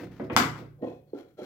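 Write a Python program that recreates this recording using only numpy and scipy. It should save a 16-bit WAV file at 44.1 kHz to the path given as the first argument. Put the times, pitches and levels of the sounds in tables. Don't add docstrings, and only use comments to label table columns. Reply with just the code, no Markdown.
import sys
import numpy as np
from scipy import signal
from scipy.fft import rfft, irfft, next_fast_len
from scipy.io import wavfile
from scipy.ndimage import map_coordinates

SR = 44100
rng = np.random.default_rng(int(sys.argv[2]) if len(sys.argv) > 2 else 0)


def materialize(psi):
    bounded = np.clip(np.atleast_2d(psi).T, -1, 1)
    quanta = np.round(bounded * 32767).astype(np.int16)
    wavfile.write(sys.argv[1], SR, quanta)


N = 63945
T = np.arange(N) / SR
HZ = np.fft.rfftfreq(2 * next_fast_len(N), 1 / SR)

# f/Hz, level/dB, t60/s
BOX_MODES = [(226, -9, 0.06), (261.1, -1.5, 0.27), (361.4, -1, 0.16), (481.6, -0.5, 0.11),
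             (520, -0.5, 0.085), (573.6, -3.5, 0.12), (673.4, -6.5, 0.5), (739.4, -1.5, 0.064),
             (875, -10.5, 0.05), (1032, -7, 0.045)]


def amp(db):
    return 10 ** (np.asarray(db) / 20)


def unit(x):
    return x / np.sqrt(np.mean(x ** 2) + 1e-20)


def along(points, hz=HZ):
    f, v = np.transpose(points)
    return np.interp(np.log(hz + 1), np.log(f + 1), v)


def filtered(x, response):
    return irfft(rfft(x, 2 * len(HZ) - 2) * response)[..., :N]


def causal(gain):
    cepstrum = irfft(np.log(np.maximum(gain, 1e-6)))
    cepstrum[1:len(HZ) - 1] *= 2
    cepstrum[len(HZ):] = 0
    return np.exp(rfft(cepstrum))


def low_cut(hz):
    return causal((1 + (hz / (HZ + 1)) ** 8) ** -.5)


def resonance(hz, width_hz):
    return 1j * HZ * width_hz / (hz * hz - HZ * HZ + 1j * HZ * width_hz)


def contact(x, s, bright_hz, order=5):
    softness = causal((1 + (HZ / bright_hz) ** order) ** -.5)
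    return filtered(x, softness * np.exp(-2j * np.pi * HZ * s))


def ring(partials, ratio=1, sign=-1, scatter_db=1.5, longest_t60=.26):
    out = np.zeros(N)
    for k, (hz, db, t60) in enumerate(partials):
        decay = amp(db + scatter_db * rng.standard_normal() - 60 * T / min(t60, longest_t60))
        out += sign ** k * decay * np.sin(2 * np.pi * hz * ratio * T)
    return out


def burst(t60):
    noise = rng.standard_normal(N) * amp(-60 * T / t60)
    return noise / np.linalg.norm(noise)


def friction(s, rise, length, colour, grain_db=3.5, grains_per_s=190, release_s=.024):
    roughness = np.interp(T * grains_per_s, np.arange(N), rng.standard_normal(N))
    grains = rng.standard_normal(N) * amp(grain_db * roughness)
    pressure = np.clip((T - s) / rise, 0, 1) * np.exp(-np.maximum(T - s - length, 0) / release_s)
    return pressure * unit(filtered(grains, colour))


def spread(pair):
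    # f/Hz, correlation
    likeness = [(100, 0.78), (250, 1), (500, 0.53), (1000, 0.033), (3000, 0.059)]
    angle = np.arccos(np.clip(along(likeness), -1, 1)) / 2
    mid, side = filtered(pair, np.array([np.cos(angle), np.sin(angle)]))
    return np.array([mid + side, mid - side])


def workshop(x, wet_db, left_lead_ms, wall_s=.0085, wall_db=-17.5, build_s=.0032):
    # f/Hz, t60/s
    room_t60 = [(100, 0.32), (260, 0.3974), (700, 0.36), (1800, 0.4), (4800, 0.3269), (13000, 0.2939)]
    # f/Hz, level/dB
    tail_colour = [(100, -3), (300, 2.5), (600, 2), (2000, 1.5), (10000, 0)]
    hz, t, noise = signal.stft(rng.standard_normal((2, N)), SR, nperseg=256)
    decay = amp(-60 * t / along(room_t60, hz)[:, None])
    tail = signal.istft(noise * decay, SR, nperseg=256)[1][:, :N]
    build = 1 - np.exp(-(T / build_s) ** 2)
    tail = spread(unit(tail * build)) / np.sqrt(N)
    diffuse = amp(wet_db + along(tail_colour)) * rfft(tail, 2 * len(HZ) - 2)
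    near = 1 + amp(wall_db) * np.exp(-2j * np.pi * HZ * wall_s)
    mic_delays = np.exp(1j * np.pi * HZ * left_lead_ms / 1000 * np.array([[1], [-1]]))
    return filtered(x, mic_delays * (near + diffuse))


def room_tone(level_db=-65):
    # f/Hz, level/dB
    air = [(25, -23), (110, 8.5), (400, -0.5), (1000, -26), (4000, -27), (9000, -29), (15000, -21)]
    return amp(level_db) * unit(filtered(spread(rng.standard_normal((2, N))), amp(along(air))))


def tool_slides():
    # t/s, rise/s, length/s, level/dB, rumble re scrape/dB
    strokes = [(-.01, 0.0041, 0.046, -49, 7.5), (0.11, 0.0027, 0.16, -59.5, 3),
               (0.316, 0.0048, 0.16, -50, 9), (0.552, 0.008, 0.04, -49, -5), (0.587, 0.007, 0.036, -62, 18)]
    # f/Hz, level/dB
    scrape = [(200, -11), (700, -2.5), (1500, 0), (2300, -3), (3000, -9), (4800, -10), (7500, -20.5),
              (8500, -25.5), (15000, -22)]
    # f/Hz, level/dB
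    rumble = [(50, -17), (120, -0.5), (280, 0.5), (400, -1.5), (520, -8), (800, -16), (1500, -46)]
    drag = np.zeros(N)
    for s, rise, length, db, rumble_db in strokes:
        drag += amp(db) * friction(s, rise, length, amp(along(scrape)))
        drag += amp(db + rumble_db) * friction(s, rise, length, amp(along(rumble)))
    return workshop(drag, wet_db=-7, left_lead_ms=0)


def tool_knocks(ring_db=-31, noise_db=7.5, clatter_db=-3, frame_trim_db=-35.5):
    # t/s, level/dB, brightness/Hz, bite of crack and ring/dB, frame/dB, boom/dB
    knocks = [(.002, -28.5, 880, -5, -10.5, -8.5), (.012, -27.5, 700, -9, -17.5, -19.5),
              (0.032, -28.5, 514, -4, -17, -29), (0.051, -25, 600, -5.5, -20, -22.5),
              (0.103, -34, 400, -3, -18, -21), (0.1977, -18.5, 2260, -2.5, 3, -7),
              (0.299, -11.5, 2600, -4, 2.5, -2.5), (0.3646, 1, 15000, 3.5, -2.5, 0),
              (0.3737, -4, 15000, -0.5, 1, -3.5), (0.385, -16.5, 14000, -5, -9.5, -10),
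              (.559, -29.5, 1760, 4.5, -28, -18), (0.59, -35.5, 3000, -9, -11, -14)]
    # f/Hz, level/dB, t60/s
    clack_peaks = [(233, -1, 0.16), (727, -3, .12), (843, -4, .1), (914, -2, .09), (1020, -2, .12),
                   (1126, -3, .12), (1245, 0, .11), (1384, -1, .11), (1483, -5, .08), (1775, -3, .07),
                   (2042, -2, .08), (2162, 0, .07), (2282, 4, .08)]
    # f/Hz, level/dB, t60/s (capped in ring)
    frame_modes = [(222.9, -1, 0.12), (270.1, -2, 0.28), (304.2, -10.5, 0.5), (365.4, -8.5, 0.18),
                   (381, -7.5, 0.3), (491, -0.5, 0.063), (566, -6.5, 0.13), (660, -9, 0.18)]
    # f/Hz, level/dB
    steel_partials = [(3330, -9), (4200, -7), (6000, -15), (7400, -15), (7700, -13)]
    # f/Hz, level/dB
    crack_spectrum = [(60, -27.5), (200, -12), (480, -11.5), (720, -0.5), (1400, -2), (1750, -6.5),
                      (2300, -3.5), (2650, -7), (4200, -10.5), (7700, -13), (8500, -21), (16000, -21.5)]
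    steel_t60 = .11
    steel_modes = [(hz, db, steel_t60) for hz, db in steel_partials]
    colour = causal(unit(amp(along(crack_spectrum))))
    out = np.zeros((2, N))
    for s, db, bright_hz, bite_db, frame_db, boom_db in knocks:
        snap = amp(db + ring_db + bite_db) * (ring(clack_peaks, sign=1) + ring(steel_modes))
        crack = amp(bite_db) * burst(t60=.0054)
        clatter = amp(clatter_db) * burst(t60=.091)
        frame = amp(frame_trim_db + frame_db) * ring(frame_modes)
        blow = amp(db + noise_db) * filtered(crack + clatter, colour) + frame
        out += workshop(contact(snap, s, bright_hz, order=10), wet_db=-9.5, left_lead_ms=.15)
        out += workshop(contact(blow, s, bright_hz, order=10), wet_db=-1, left_lead_ms=-.099)
        out += amp(boom_db) * boom(s, bright_hz)
    return out


def boom(s, bright_hz, trim_db=-34, build_s=.034, waver_rad=.24, wavers_per_s=19):
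    # f/Hz, level/dB, t60/s
    low_modes = [(59, -11.5, 1), (79.9, -6, 0.52), (114.95, -1, 0.71), (146.3, -0.5, 0.94),
                 (178.5, 2, 0.51)]
    bass = np.zeros(N)
    for hz, db, t60 in low_modes:
        waver = waver_rad * map_coordinates(rng.standard_normal(2048), [T * wavers_per_s])
        bass += amp(db - 60 * T / t60) * np.sin(2 * np.pi * hz * T + waver)
    swell = bass * (1 - np.exp(-T / build_s))
    return amp(trim_db) * workshop(contact(swell, s, bright_hz), wet_db=-4.5, left_lead_ms=.13)


def lid_rubs(body_low_hz=130, body_high_hz=890, squeak_width_share=.06):
    # t/s, rise/s, length/s, level/dB, body re hiss/dB, squeak/Hz, squeak re hiss/dB
    strokes = [(0.772, 0.031, 0.049, -80.5, 21, 2480, -28), (0.813, 0.019, 0.032, -60, 24, 1876, -2.5),
               (0.855, 0.01, 0.071, -61, 12, 2530, -1), (0.877, 0.015, 0.097, -72.5, 7, 3500, -3.5),
               (1.065, 0.023, 0.04, -74, 8.5, 4350, 0), (1.13, 0.059, 0.072, -56, 8.5, 1377, -3.5),
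               (1.264, 0.029, 0.03, -70, 6.5, 4094, -12), (1.368, 0.022, 0.071, -57, 7, 1355, -1.5),
               (1.379, 0.012, 0.053, -63.5, 1.5, 581, 17), (1.411, 0.027, 0.042, -51, -5.5, 1621, -6)]
    # f/Hz, level/dB
    rub_spectrum = [(200, -1), (700, -15.5), (1000, -1), (1500, 5), (2400, -1.5), (4200, -5), (7500, -10.5),
                    (8500, -21), (10500, -11), (15500, -17)]
    # f/Hz, width/Hz, level/dB
    lid_modes = [(790, 49, 12), (1310, 96, -19), (2250, 170, -0.5), (3310, 105, 10), (4080, 200, 8),
                 (5620, 190, 0)]
    lid = sum(amp(db) * resonance(hz, width) for hz, width, db in lid_modes)
    hiss = amp(along(rub_spectrum)) * (1 + lid)
    body = sum((-1) ** k * amp(db) * resonance(hz, width_hz=45)
               for k, (hz, db, _) in enumerate(BOX_MODES))
    body = body / (1 + (HZ / body_high_hz) ** 4) / (1 + (body_low_hz / (HZ + 1)) ** 4)
    out = np.zeros(N)
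    for s, rise, length, db, body_db, squeak_hz, squeak_db in strokes:
        squeak = resonance(squeak_hz, squeak_width_share * squeak_hz) ** 2
        for part_db, colour in [(0, hiss), (body_db, body), (squeak_db, squeak)]:
            out += amp(db + part_db) * friction(s, rise, length, colour)
    return workshop(out, wet_db=-7.5, left_lead_ms=.13)


def lid_thumps(thud_db=-5, ring_db=-31.5, boom_db=-20.5, radiates_hz=221):
    # t/s, level/dB, brightness/Hz, pitch ratio, ring length ratio
    thumps = [(0.813, -14, 407, 0.45, 3.17), (0.8249, -1.5, 1090, 0.92, 0.81), (0.8396, -2, 1140, 1, 0.75),
              (.869, -10.5, 1200, 1.4, 0.71), (1.1325, -1, 503, 1.25, 0.32), (1.142, -5.5, 411, 1.1, 0.64),
              (1.3895, -9.5, 563, 1.2, 1.86), (1.417, -10, 710, 0.74, 0.97)]
    # f/Hz, level/dB
    thud_spectrum = [(50, -53), (180, 1.5), (300, 3.5), (500, 7), (750, -12.5), (1200, -21.5),
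                     (3000, -12.5), (10000, -50)]
    thud = amp(thud_db) * irfft(causal(unit(amp(along(thud_spectrum)))))[:N]
    out = np.zeros((2, N))
    for s, db, bright_hz, pitch, sustain in thumps:
        modes = [(hz, level, t60 * sustain) for hz, level, t60 in BOX_MODES]
        hollow = amp(ring_db) * ring(modes, pitch, longest_t60=.15)
        radiated = filtered(thud + hollow, low_cut(radiates_hz * pitch))
        out += amp(db) * workshop(contact(radiated, s, bright_hz), wet_db=-7.5, left_lead_ms=.27)
        out += amp(db + boom_db) * sustain ** 2 * boom(s, bright_hz)
    return out


def scene():
    return room_tone() + tool_knocks() + tool_slides() + lid_thumps() + lid_rubs()


def record(dry, low_cut_hz=50, ceiling=.95, top_hz=16100):
    # f/Hz, level/dB
    right_mic = [(100, 2.3), (500, 1.5), (1200, -3), (2200, -6.5), (3500, -16.5), (6000, -21.5),
                 (9000, -23.5), (14000, -8.5)]
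    pair = np.array([dry[0], filtered(dry[1], amp(along(right_mic)))])
    pair = filtered(pair, low_cut(low_cut_hz))
    rounded = pair / (1 + np.abs(pair / ceiling) ** 4) ** .25
    return filtered(rounded, 1 / (1 + (HZ / top_hz) ** 160))


dry = scene()
out = record(dry)
materialize(out)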